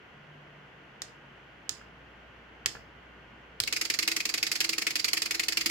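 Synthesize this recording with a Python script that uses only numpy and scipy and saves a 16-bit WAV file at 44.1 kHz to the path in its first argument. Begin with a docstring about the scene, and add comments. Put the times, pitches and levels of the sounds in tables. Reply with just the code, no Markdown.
"""A relay computer on a desk, heard from close above in a small room.
A steady rush and low hums come first: noise shaped in two bands, and wavering sine lines.
Single relays, built from noise bursts and case modes, then click as keys thump and tick in struck modes.
From about 3.6 s a clock runs at some eleven cycles a second: in a loop of six steps, volleys of relays
pull in and drop out, the circuit board drums along in its own modes, and the small room answers."""
import sys
import numpy as np
from scipy import signal
from scipy.fft import rfft, irfft
from scipy.io import wavfile
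from scipy.ndimage import uniform_filter1d

SR = 44100
rng = np.random.default_rng(int(sys.argv[2]) if len(sys.argv) > 2 else 0)


def int16_out(signal):
    """Quantize to a 16-bit WAV file."""
    q = np.round(np.clip(np.atleast_2d(signal).T, -1, 1) * 32767)
    wavfile.write(sys.argv[1], SR, q.astype(np.int16))


N = 251370

# Lone relay clicks: (time [s], relative level [dB], case ring boost [dB], case ring centre [Hz],
# sparkle [dB], left over right [dB])
SINGLE_CLICKS = [(1.019, -38, 5, 6900, -2, 1.5), (1.6932, -35.5, 7, 6900, 2, -2.5),
                 (2.6597, -26.5, 6, 1860, 0.5, 0.5), (3.602, -29, -2.5, 2000, 7, -4.5),
                 (3.6373, -35, 1, 2980, 1, 3)]
# Six program steps, each with its own timing, level and colour for a volley pulling in and one
# dropping out, before scatter and drift: (time after the tick [s], relative level [dB],
# case ring boost [dB], case ring centre [Hz], sparkle [dB], left over right [dB])
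PULL_IN_STEPS = [(.0044, -28, -3, 2190, -2, -5), (.0058, -28, -2.5, 2280, -3, -2.5),
                 (.0045, -27.5, 0.5, 2720, -3, -1), (.0047, -27, -2, 2290, -2.5, -3.5),
                 (.0048, -27.5, -1, 2350, -1, -8), (.0051, -25, -1.5, 2400, -1.5, -3)]
DROP_OUT_STEPS = [(.0442, -28.5, 4.5, 2450, -2, -4.5), (.0445, -27, -3.5, 3300, -3, -4.5),
                  (.0443, -29, -0.5, 1800, -2.5, -6), (.0438, -30.5, 4.5, 1760, -4, -13.5),
                  (.0442, -26.5, 3, 2200, -3, -5), (.0447, -26, 1.5, 2300, -2, -6)]
CLOCK_START_S, CLOCK_PERIOD_S = 3.632, .08795  # first tick, and time from tick to tick


def gain_of(db):
    """Decibels to amplitude."""
    return 10 ** (np.asarray(db) / 20)


def evened(x):
    """Scales to rms 1."""
    return x / np.sqrt(np.mean(x ** 2) + 1e-20)


def read(points, hz):
    """Joins (frequency [Hz], value) points by straight lines on a log frequency axis."""
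    f, value = np.transpose(points)
    return np.interp(np.log(hz + 1), np.log(f + 1), value)


def add(mix, s, sound):
    """Mixes a sound in at time s, cutting whatever runs past the end."""
    part = mix[:, max(round(s * SR), 0):][:, :sound.shape[-1]]
    part += sound[..., :part.shape[1]]


def colour(x, curve_db, size=2048):
    """Causal minimum-phase filter with the gain curve_db(Hz), one row for each ear."""
    log_gain = np.log(gain_of(curve_db(abs(np.fft.fftfreq(size, 1 / SR)))))
    taps = np.fft.ifft(np.exp(np.conj(signal.hilbert(log_gain)))).real
    return signal.fftconvolve(x, taps[:, :size // 2], axes=1)[:, :x.shape[1]]


def shaped(x, spectrum):
    """Gives each ear its own side of a (Hz, left dB, right dB) spectrum."""
    def curve_db(hz):
        points = np.array(spectrum)
        return np.array([read(points[:, [0, ear]], hz) for ear in (1, 2)])
    return colour(x, curve_db)


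def ring(modes, scatter_db=0.):
    """Decaying sines of a struck body; where the blow lands changes how much each mode gets."""
    t = np.arange(SR // 4) / SR
    out = np.zeros(len(t))
    for hz, db, t60 in modes:
        decay = gain_of(db + scatter_db * rng.standard_normal() - 60 * t / t60)
        out += decay * np.sin(2 * np.pi * (hz * t + rng.random()))
    return out


def onset(rise_s):
    """Gain of a body that needs a moment to get moving."""
    t = np.arange(SR // 4) / SR
    return 1 - np.exp(-(t / rise_s) ** 2)


def air(low_db=-53.5, high_db=-65.5):
    """Steady rush of the room: shaped noise in a low and a high layer, alike in both ears in the bass."""
    # Spectra of the two layers: (frequency [Hz], relative density [dB per Hz])
    low_spectrum = [(20, -39), (32, -16.5), (45, -17.5), (65, -10), (90, -10), (135, -4), (270, -8.5),
                    (480, -8.5), (600, -9.5), (1400, -11), (2000, -10), (2800, -18.5), (3640, -52),
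                    (6000, -100)]
    high_spectrum = [(1650, -59.5), (2800, 3), (3120, 4), (3860, -10), (4240, -8.5), (5560, -15.5),
                     (6020, -14), (9530, -32.5), (11700, -27.5), (13800, -29.5), (15100, -38), (16000, -32)]
    # Likeness of the ears: (frequency [Hz], shared part of the power [0-1])
    ear_likeness = [(60, .97), (130, .92), (290, .75), (640, .2), (1400, .03), (15000, .03)]
    hz = np.fft.rfftfreq(N, 1 / SR)
    left, other = rfft(rng.standard_normal((2, N)))
    same = np.sqrt(np.clip(read(ear_likeness, hz), 0, 1))
    right = same * left + np.sqrt(1 - same ** 2) * other
    noise = np.array([left, right])
    low = evened(irfft(noise * gain_of(read(low_spectrum, hz)), N))
    high = evened(irfft(noise * gain_of(read(high_spectrum, hz)), N))
    return gain_of(low_db) * low + gain_of(high_db) * high


def tone(hz, waver_hz):
    """A sine line of rms 1 whose pitch wavers by waver_hz (rms)."""
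    drift = evened(uniform_filter1d(rng.standard_normal(N), SR // 8))
    return np.sqrt(2) * np.sin(2 * np.pi * np.cumsum(hz + waver_hz * drift) / SR)


def hum():
    """Mains hum, a drone that comes and goes early on, and a faint fan-like whine, all wavering sines."""
    # Loudness of the two hums in turn: (time [s], level [dB])
    mains_level = [(0, -76), (.9, -70), (1.6, -67.5), (2.2, -62), (3.6, -62.5), (4.2, -70), (5, -72),
                   (5.7, -62)]
    drone_level = [(0, -93), (.15, -61.5), (.35, -58), (.65, -62.5), (.85, -75), (1.25, -59), (1.6, -85.5),
                   (2, -64.5), (2.3, -84)]
    # Steady whine lines: (frequency [Hz], level [dB])
    whine_lines = [(1444, -68.5), (1575, -69.5)]
    t = np.arange(N) / SR
    mains = gain_of(np.interp(t, *np.transpose(mains_level))) * tone(59.3, waver_hz=0.39)
    drone = gain_of(np.interp(t, *np.transpose(drone_level))) * tone(143.5, waver_hz=2.68)
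    whine = sum(gain_of(db) * tone(hz, waver_hz=3.49) for hz, db in whine_lines)
    return mains + drone + whine


def relay(crack_t60, ring_db, ring_t60, case_db, snap_db, snap_t60=0.0045, case_t60=0.036, count=4):
    """One relay: the armature's snap and crack, a dense ring of spring and neighbours, a few case modes."""
    t = np.arange(SR // 20) / SR
    crack, dense = rng.standard_normal((2, 2, len(t)))
    voice = crack * gain_of(-60 * t / crack_t60) + dense * gain_of(ring_db - 60 * t / ring_t60)
    case_decay = gain_of(case_db - 60 * t / case_t60)
    for hz in np.exp(rng.uniform(np.log(1800), np.log(8000), count)):
        voice += case_decay * np.sin(2 * np.pi * (hz * t + rng.random((2, 1))))
    # the direct snap is the same in both ears and reaches the right one two samples earlier
    snap = rng.choice([-1, 1], len(t)) * gain_of(snap_db - 60 * t / snap_t60)
    voice += np.array([np.roll(snap, 2), snap])
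    return voice / np.linalg.norm(voice)


def voiced(sound, db, case_db, case_hz, sparkle_db, side_db, case_octaves=0.59):
    """Level (rms over 18 ms, before colouring) and colour, standing for a place on the board."""
    def curve_db(hz):
        case = case_db * np.exp(-(np.log2((hz + 1) / case_hz) / (case_octaves + 0.15)) ** 2)
        sparkle = sparkle_db * read([(8000, 0), (10000, 1)], hz)
        side = side_db * read([(2800, 0), (4200, 1), (7000, 1), (10000, 0)], hz)
        return case + sparkle + np.array([side, -side]) / 2
    levelled = sound / np.linalg.norm(sound) * np.sqrt(.018 * SR)
    return gain_of(db) * colour(levelled, curve_db)


def single_clicks(level_db=13.5, case_octaves=0.27):
    """Lone relays answer the keys, their case modes barely ringing; the last is the clock's first tick."""
    # Spectrum of a lone relay: (frequency [Hz], left [dB], right [dB])
    lone_spectrum = [(147.6, -33, -28), (440, -11.5, -7), (1000, -13, -48), (1730, -7.5, -3.5),
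                     (2280, -1.5, -12.5), (3170, -7.5, -1), (5240, -2.5, 0.5), (5650, -24, -1.5),
                     (7120, -6, -3), (9040, -13.5, -12), (9700, -13.5, -24), (12300, -18.5, -14),
                     (13720, -21, -24), (15200, -28, -19.5)]
    out = np.zeros((2, N))
    for s, *voicing in SINGLE_CLICKS:
        voice = relay(crack_t60=0.011, ring_db=-12.5, ring_t60=0.066, case_db=-23, snap_db=1, snap_t60=0.0035)
        add(out, s, voiced(voice, *voicing, case_octaves=case_octaves))
    return gain_of(level_db) * shaped(out, lone_spectrum)


def board(single_db=-22, pull_db=-15.0, drop_db=-21, rise_s=0.0036):
    """Each click or volley also shakes the circuit board, each time with another mix of its modes."""
    # Circuit board modes: (frequency [Hz], relative level [dB], t60 [s])
    board_modes = [(231, -9, 0.12), (305.6, -4, 0.16), (331.2, -5.5, 0.2), (392.6, -5.5, 0.095),
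                   (446.6, -1, 0.076), (702, -13, 0.13), (1138, 0.5, 0.044), (1247, -8, 0.079)]
    out = np.zeros((2, N))
    pulls = clocked(PULL_IN_STEPS, first_cycle=1)
    drops = clocked(DROP_OUT_STEPS)
    for blows, share_db in ((SINGLE_CLICKS, single_db), (pulls, pull_db), (drops, drop_db)):
        for s, db, *_ in blows:
            add(out, s, gain_of(db + share_db) * ring(board_modes, scatter_db=2.8) * onset(rise_s))
    return out


def keys(desk_rise_s=0.0081, tick_rise_s=.0004, clack_db=-4, clack_t60=0.039, clack_hz=2300):
    """A finger works a key: a plastic tick, a dull clack of the loose cap and a thump into the desk."""
    # Key strokes: (time [s], desk thump gain [dB], plastic tick gain [dB])
    strokes = [(1.021, -48, -56), (1.694, -48, -44), (1.813, -64, -45), (2.6598, -43.5, -35),
               (2.7507, -48, -35.5), (2.767, -60, -40), (3.606, -40.5, -37.5)]
    # Modes of key plastic and of desk: (frequency [Hz], relative level [dB], t60 [s])
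    plastic_modes = [(389, -16.5, 0.13), (428, -34, 0.046), (974, -26, 0.024), (1386, -6.5, 0.04),
                     (1570, -6.5, 0.017), (1733, -5, 0.045)]
    desk_modes = [(84, 6.5, 0.058), (102, -8, 0.15), (120.2, -4.5, 0.15), (157, 2.5, 0.039)]
    out = np.zeros((2, N))
    t = np.arange(SR // 4) / SR
    dull = signal.butter(3, clack_hz, fs=SR, output="sos")
    for s, thump_db, tick_db in strokes:
        clack = evened(signal.sosfilt(dull, rng.standard_normal((2, len(t)))))
        clack *= gain_of(clack_db - 60 * t / clack_t60)
        tick = (ring(plastic_modes) + clack) * onset(tick_rise_s)
        thump = ring(desk_modes) * onset(desk_rise_s)
        add(out, s, gain_of(thump_db) * thump + gain_of(tick_db) * tick)
    return out


def room(x, first_s=0.013, swell_s=0.002):
    """Walls answer after a short gap with sparse random echoes; each band dies at its own speed."""
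    # Decay of the room: (frequency [Hz], t60 [s])
    decay_times = [(200, 0.53), (2000, 0.17), (5000, 0.3), (9000, 0.22), (15000, 0.43)]
    # Tone of the room: (frequency [Hz], gain [dB])
    tail_spectrum = [(200, -9), (2000, -9.5), (5000, -11), (9000, -11.5), (15000, -19)]
    t = np.arange(SR // 2) / SR
    taps = rng.standard_normal((2, len(t))) * (rng.random((2, len(t))) < 5000 / SR)  # 5000 echoes a second
    taps *= 1 - np.exp(-np.maximum(t - first_s, 0) / swell_s)
    hz, when, bands = signal.stft(taps, SR, nperseg=256)
    bands *= gain_of(-60 * when / read(decay_times, hz)[:, None])
    tail = signal.istft(bands, SR, nperseg=256)[1]
    tail = colour(tail / np.linalg.norm(tail[0]), lambda f: read(tail_spectrum, f)[None])
    return signal.fftconvolve(x, tail, axes=1)[:, :N]


def clocked(loop, first_cycle=0):
    """Plays the loop's steps in turn, one per tick, with scatter: no two strikes are alike."""
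    case_scatter_db, case_scatter_octaves = 1.2, .04
    # drift as the microphone moves over the board: louder, brighter and to the left [dB per s]
    swell, brighten, leftward = 0.1, 0.54, 1.15
    rows = []
    for cycle in range(first_cycle, int((N / SR - CLOCK_START_S) / CLOCK_PERIOD_S) + 1):
        delay, db, case_db, case_hz, sparkle_db, side_db = loop[cycle % len(loop)]
        case_db += case_scatter_db * rng.standard_normal()
        case_hz *= 2 ** (case_scatter_octaves * rng.standard_normal())
        run_s = cycle * CLOCK_PERIOD_S
        rows.append((CLOCK_START_S + run_s + delay, db + swell * run_s, case_db, case_hz,
                     sparkle_db + brighten * run_s, side_db + leftward * run_s))
    return rows


def volley(bank, delays, blows_db):
    """Several relays, drawn at random from the bank, strike, each after its own delay [s]."""
    out = np.zeros((2, SR // 12))
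    for which, delay, db in zip(rng.permutation(len(bank)), delays, blows_db):
        add(out, delay, gain_of(db) * bank[which])
    return out


def drop_outs(bank, level_db=7.5, lead_s=.0055, spread_s=.013, others_db=-5, soft_db=6, count=8):
    """Contacts part softly, then springs throw the armatures on their stops, loosely in step."""
    out = np.zeros((2, N))
    for s, db, case_db, *voicing in clocked(DROP_OUT_STEPS):
        delays = spread_s * (np.arange(count) + rng.random(count)) / count
        softening_db = soft_db * np.maximum(1 - delays / lead_s, 0)
        blows_db = others_db + rng.normal(0, 2.0, count) - softening_db
        # a strong case ring means that one relay stands out of the volley
        sound = volley(bank, np.r_[lead_s, delays], np.r_[max(case_db, 0), blows_db])
        click = voiced(sound, db, case_db, *voicing, case_octaves=0.11)
        add(out, s - lead_s, gain_of(level_db) * click)
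    # in some cycles one slow relay lets go late in its volley
    slow_cycles, slow_delay_s, slow_db = (1, 3, 9, 15, 17, 21), .0508, -27.5
    for cycle in slow_cycles:
        slow = np.sqrt(SR / 50) * bank[rng.integers(len(bank))]  # rms 1 over 20 ms
        add(out, CLOCK_START_S + cycle * CLOCK_PERIOD_S + slow_delay_s, gain_of(slow_db) * slow)
    return out


def pull_ins(bank, level_db=12.0, spread_s=.012, fade_db=9, lead_s=.0013, lead_db=-13, count=8):
    """Contacts touch lightly, then the armatures slam home one upon another, the late ones softer."""
    out = np.zeros((2, N))
    for s, *voicing in clocked(PULL_IN_STEPS, first_cycle=1):  # the very first tick is a single click
        lag = np.r_[0, ((np.arange(count) + rng.random(count)) / count) ** 1.6]
        blows_db = -fade_db * lag + np.r_[0, rng.normal(-2, 3, count)]
        sound = volley(bank, np.r_[0, lead_s + spread_s * lag], np.r_[lead_db, blows_db])
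        add(out, s - lead_s, voiced(sound, *voicing))
    return gain_of(level_db) * out


def scene(count=40):
    """Room rush and hum, then lone relays, board and keys, then the clocked bank of relays."""
    # Spectrum of a volley: (frequency [Hz], left [dB], right [dB])
    volley_spectrum = [(150, -35.5, -35), (540, -21, -24), (1050, -17, -30), (1270, -11, -23.5),
                       (1725, -8, -11.5), (2220, -1, -5.5), (2970, -4.5, -15), (3110, -10, -8),
                       (3820, -14, -9.5), (4730, -9.5, -0.5), (5950, -15, -10), (7350, -7.5, -10.5),
                       (7380, -14.5, -11), (9660, -18.5, -17), (11700, -14, -17.5), (14200, -21, -18),
                       (14800, -18.5, -43)]
    bank = [relay(crack_t60=0.012, ring_db=-5.5, ring_t60=0.063, case_db=-13.0, snap_db=-5.5)
            for _ in range(count)]
    chatter = gain_of(4.5) * shaped(drop_outs(bank) + pull_ins(bank), volley_spectrum)
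    machine = single_clicks() + board() + keys() + chatter
    return air() + hum() + machine + room(machine)


def record(dry):
    """The recorder rounds off the tallest peaks, then limits the band to 16.1 kHz."""
    soft = .5 * np.tanh(dry / .5)
    low_pass = signal.firwin(255, 16100, window=("kaiser", 8), fs=SR)
    return signal.oaconvolve(soft, low_pass[None], "same")


dry = scene()
out = record(dry)
int16_out(out)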